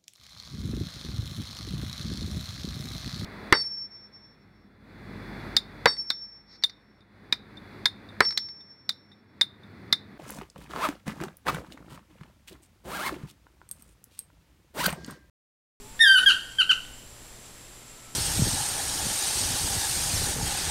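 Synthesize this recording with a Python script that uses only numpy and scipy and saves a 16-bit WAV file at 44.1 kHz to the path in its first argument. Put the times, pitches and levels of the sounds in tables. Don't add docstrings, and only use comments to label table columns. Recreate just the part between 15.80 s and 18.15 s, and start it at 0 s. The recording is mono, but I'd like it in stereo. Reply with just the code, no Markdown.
import sys
import numpy as np
from scipy import signal
from scipy.fft import rfft, irfft, next_fast_len
from scipy.io import wavfile
from scipy.ndimage import uniform_filter1d, minimum_filter1d, map_coordinates

SR = 44100
rng = np.random.default_rng(int(sys.argv[2]) if len(sys.argv) > 2 else 0)


def persist_wave(psi):
    counts = np.round(np.clip(psi, -1, 1) * 32767).astype(np.int16)
    wavfile.write(sys.argv[1], SR, np.atleast_2d(counts).T)


N = 103635


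def amp(db):
    return 10 ** (np.asarray(db) / 20)


def unit(x):
    return x / np.sqrt(np.mean(x ** 2) + 1e-20)


def along(points, hz):
    f, v = np.transpose(points)
    return np.interp(np.log(hz + 1), np.log(f + 1), v)


def clock():
    return np.arange(N) / SR


def curves(rows):
    s, *columns = np.transpose(rows)
    return [np.interp(clock(), s, column) for column in columns]


def wobble(rate):
    knots = rng.standard_normal(N // 8)
    return map_coordinates(knots, [clock() * rate], mode="mirror")


def filtered(x, response):
    m = next_fast_len(N + SR // 2)
    spectrum = rfft(x, m) * response(np.fft.rfftfreq(m, 1 / SR))
    return irfft(spectrum, m)[..., :N]


def shaped_noise(response):
    return unit(filtered(rng.standard_normal(N), response))


def left_right(mid, side):
    return np.array([mid + side, mid - side])


def stereo_noise(spectrum, alike):
    def mid_side(hz):
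        turn = np.arccos(np.clip(along(alike, hz), -1, 1)) / 2
        return spectrum(hz) * np.array([np.cos(turn), np.sin(turn)])

    mid, side = filtered(rng.standard_normal((2, N)), mid_side)
    return unit(left_right(mid, side))


# f/Hz, gain/dB
THROAT_GAIN = [(1150, -2), (1550, 0), (1850, -1), (2500, -1), (3100, 0), (3650, -2), (4650, -16),
               (5500, -21), (6300, -30), (7400, -28), (8000, -33), (9200, -21), (11000, -24), (12500, -34),
               (15000, -42)]
# f/Hz, relative level/dB
BREATH_COLOUR = [(200, -5), (700, -18), (1200, 0.5), (2200, -4), (3200, 1), (5500, 0.5), (7000, -3),
                 (10000, -14), (15000, -35)]
BREATH_DB, RASP_BREATH_DB = -32, -3
JITTER, JITTER_RATE = .002, 500
ROUGH_JITTER, ROUGH_JITTER_RATE = .012, 900
FLUTTER_DB, FLUTTER_RATE = 3.5, 90


def syrinx(pitch, gain, octave_db, rough):
    unsteadiness = JITTER * wobble(JITTER_RATE) + ROUGH_JITTER * rough * wobble(ROUGH_JITTER_RATE)
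    pitch = pitch * (1 + unsteadiness)
    phase = 2 * np.pi * np.cumsum(pitch) / SR
    overtone_db = [0, octave_db] + [FLUTTER_DB * wobble(FLUTTER_RATE) for _ in range(6)]
    tone = np.zeros(N)
    for k, db in enumerate(overtone_db, 1):
        tone += amp(along(THROAT_GAIN, k * pitch) + db) * np.sin(k * phase)
    breath = shaped_noise(lambda hz: amp(along(BREATH_COLOUR, hz)))
    breath_gain = amp(BREATH_DB) + amp(RASP_BREATH_DB) * rough
    return gain * (np.sqrt(2) * tone + breath_gain * breath)


# t/s, f/Hz
CRY_PITCH = [(.194, 1780), (.21, 1837), (.229, 1836), (.239, 1740), (.25, 1712), (.263, 1608), (.29, 1566),
             (.342, 1557), (.361, 1508), (.376, 1452), (.392, 1219)]
# t/s, level/dB, octave over the fundamental/dB
CRY_LEVEL = [(.193, -33.5, 3.5), (.198, -28.5, -10), (.212, -1.5, -3.5), (.235, -16, 2),
             (.265, -13.5, -5.5), (.30, -9.5, -2), (.335, -28, -7), (.362, -4.5, -2), (.38, -28, 0),
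             (.394, -34.5, -1)]


def cry():
    pitch, = curves(CRY_PITCH)
    level_db, octave_db = curves(CRY_LEVEL)
    sounding = (clock() > CRY_LEVEL[0][0]) & (clock() < CRY_LEVEL[-1][0])
    smooth_pitch = uniform_filter1d(pitch, size=300)
    return syrinx(smooth_pitch, amp(level_db) * sounding, octave_db, rough=0)


# start t/s, length/s, starting f/Hz, level/dB,
# octave over the fundamental/dB, second tone over the level/dB, closing roughness (no unit)
YELPS = [(.459, .056, 1645, -16.5, 4, -40, .9), (.784, .042, 1590, -25, 7.5, -18, .8),
         (.892, .031, 1580, -23, 7.5, -32, 1.4)]
SAG, DROP, DROP_POWER = 0.0739, .18, 3.82
START_DB, ATTACK_S, RELEASE_SHARE = -3, .004, .3
SECOND_TONE_RATIO = 1.47


def yelps():
    out = np.zeros(N)
    for start, length, hz, db, octave_db, second_db, rough in YELPS:
        u = np.clip((clock() - start) / length, 0, 1)
        pitch = hz * (1 - SAG * u - DROP * u ** DROP_POWER)
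        attack = np.minimum(u * length / ATTACK_S, 1)
        release = np.minimum((1 - u) / RELEASE_SHARE, 1)
        gain = amp(db + START_DB * np.clip(1 - 2 * u, 0, 1)) * attack * release
        second_phase = 2 * np.pi * SECOND_TONE_RATIO * np.cumsum(pitch) / SR
        second = np.sin(second_phase) * np.sin(np.pi * u ** 3)
        out += syrinx(pitch, gain, octave_db, rough * u ** 2)
        out += amp(db + second_db) * second
    return out


# t/s, starting level/dB, centre f/Hz
TICKS = [(.165, -48, 2800), (.238, -33, 1300), (.290, -30, 1300), (.752, -48, 2500), (1.050, -39, 3000)]
TICK_T60_S = .02


def ticks():
    out = np.zeros(N)
    for start, db, centre_hz in TICKS:
        age = clock() - start
        noise = shaped_noise(lambda hz: 1 / (1 + ((hz - centre_hz) / 900) ** 2))
        out += amp(db - 60 * np.abs(age) / TICK_T60_S) * (age > 0) * noise
    return out


# centre t/s, half width/s, level/dB
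SWELLS = [(.425, .02, -41), (1.66, .035, -52)]
# f/Hz, relative level/dB
SWELL_COLOUR = [(150, 1), (300, -2), (700, 1), (2000, -5.5), (8000, 1.5), (14000, -28)]


def soft_swells():
    level = sum(amp(db) * np.exp(-((clock() - s) / width) ** 2) for s, width, db in SWELLS)
    return level * shaped_noise(lambda hz: amp(along(SWELL_COLOUR, hz)))


def arrival(x, delay, left_lag):
    delays = delay + np.array([[left_lag], [-left_lag]]) / 2
    return filtered(x, lambda hz: np.exp(-2j * np.pi * hz * delays))


ECHO_ALIKE = 0.37


def scatter(x, t60, onset_s):
    hz, t, z = signal.stft(rng.standard_normal((2, SR)), SR, nperseg=256)
    decay = amp(-60 * t / t60(hz)[:, None])
    onset = 1 - np.exp(-t / onset_s)
    tail = signal.istft(z * decay * onset, SR, nperseg=256)[1]
    turn = np.arccos(np.clip(ECHO_ALIKE, -1, 1)) / 2
    mid, side = tail / np.linalg.norm(tail[0]) * [[np.cos(turn)], [np.sin(turn)]]
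    return signal.fftconvolve(x[None], left_right(mid, side), axes=1)[:, :N]


# f/Hz, gain/dB
BILL_AWAY = [(3300, 0), (4700, -3), (8000, -5), (13000, -6)]
# delay t/s, level/dB, left lag t/s
TRUNKS = [(.0072, -10.5, -0.00047), (.0125, -8, -0.0158), (.019, -30, .0002), (0.055, -29.5, -.0001),
          (.076, -19.5, .0001)]
# f/Hz, t60/s
FOREST_T60 = [(500, 0.58), (1500, 0.79), (3200, 0.79), (6000, 1), (12000, 0.82)]
LEFT_DB = 1.3
LEAVES_DB, LEAVES_T60_S, FOREST_DB = -5.5, .22, -15


def toucan():
    near = cry() + yelps() + ticks() + soft_swells()
    direct = filtered(near, lambda hz: amp(along(BILL_AWAY, hz))) * amp([[LEFT_DB], [-LEFT_DB]])
    trunks = sum(amp(db) * arrival(near, delay, lag) for delay, db, lag in TRUNKS)
    leaves = scatter(near, lambda hz: np.full_like(hz, LEAVES_T60_S), onset_s=0.0031)
    forest = scatter(near, lambda hz: along(FOREST_T60, hz), onset_s=0.018)
    return direct + trunks + amp(LEAVES_DB) * leaves + amp(FOREST_DB) * forest


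# centre f/Hz, half width/Hz, level/dB
INSECTS = [(7340, 180, -56), (7650, 100, -57.5), (7620, 33, -62)]
INSECT_WAVER_DB, INSECT_WAVER_RATE = 1.2, 12


def insects():
    out = np.zeros((2, N))
    for hz, width, db in INSECTS:
        level = amp(db + INSECT_WAVER_DB * wobble(INSECT_WAVER_RATE))
        out += level * stereo_noise(lambda f: 1 / (1 + ((f - hz) / width) ** 2), [(7500, 0.37)])
    return out


# start t/s, length/s, first f/Hz, last f/Hz, level/dB
WHISTLES = [(-.05, .13, 405, 410, -53.5), (-.02, 0.23, 815, 944, -61), (1.959, 0.68, 1344, 1298, -63)]


def whistles():
    out = np.zeros(N)
    for start, length, first_hz, last_hz, db in WHISTLES:
        u = np.clip((clock() - start) / length, 0, 1)
        glide = first_hz + (last_hz - first_hz) * u
        pitch = glide * (1 + 0.0018 * wobble(41))
        swell = np.sqrt(2 * np.abs(np.sin(np.pi * u)))
        out += amp(db + 1.2 * wobble(18)) * swell * np.sin(2 * np.pi * np.cumsum(pitch) / SR)
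    return out


# f/Hz, relative level/dB
HUSH_COLOUR = [(25, -1), (60, -3.5), (90, -11), (180, -8), (300, -9.5), (700, -12.5), (1300, -14),
               (2500, -13.5), (6000, -14), (9000, -15), (13000, -23), (15000, -23), (15600, -48)]
# f/Hz, likeness (no unit)
HUSH_ALIKE = [(60, 0.92), (200, 0.99), (550, 0.96), (1600, 0.29), (5000, 0.15), (14000, 0.55)]
HUSH_DB = -47
HUSH_LAG_S = -0.000094


def hush():
    noise = stereo_noise(lambda hz: amp(along(HUSH_COLOUR, hz)), HUSH_ALIKE)
    return amp(HUSH_DB + 0.6 * wobble(4.8)) * arrival(noise, 0, HUSH_LAG_S)


# t/s, level/dB
RUMBLE_LEVEL = [(0, -45.5), (.3, -53.5), (.5, -49), (.7, -56), (1.02, -52.5), (1.2, -52.5), (2.35, -62.5)]
# f/Hz, relative level/dB
RUMBLE_COLOUR = [(25, 3), (60, 0), (130, -16.5), (250, -8), (400, -27), (900, -32)]


def rumble():
    level_db, = curves(RUMBLE_LEVEL)
    noise = stereo_noise(lambda hz: amp(along(RUMBLE_COLOUR, hz)), [(40, 0.67)])
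    return amp(level_db + wobble(7.2)) * noise


def hum():
    hum_hz, hum_db = 117.6, -60
    return np.sqrt(2) * amp(hum_db) * np.sin(2 * np.pi * hum_hz * clock())


def scene():
    return toucan() + insects() + whistles() + hush() + rumble() + hum()


LIMIT, LIMIT_HOLD_S = .56, .008
TOP_HZ = 15700


def record(dry):
    hold = int(LIMIT_HOLD_S * SR)
    needed = np.minimum(1, LIMIT / (np.abs(dry).max(axis=0) + 1e-9))
    gain = uniform_filter1d(minimum_filter1d(needed, size=hold), size=hold)
    return filtered(dry * gain, lambda hz: hz < TOP_HZ)


dry = scene()
out = record(dry)
persist_wave(out)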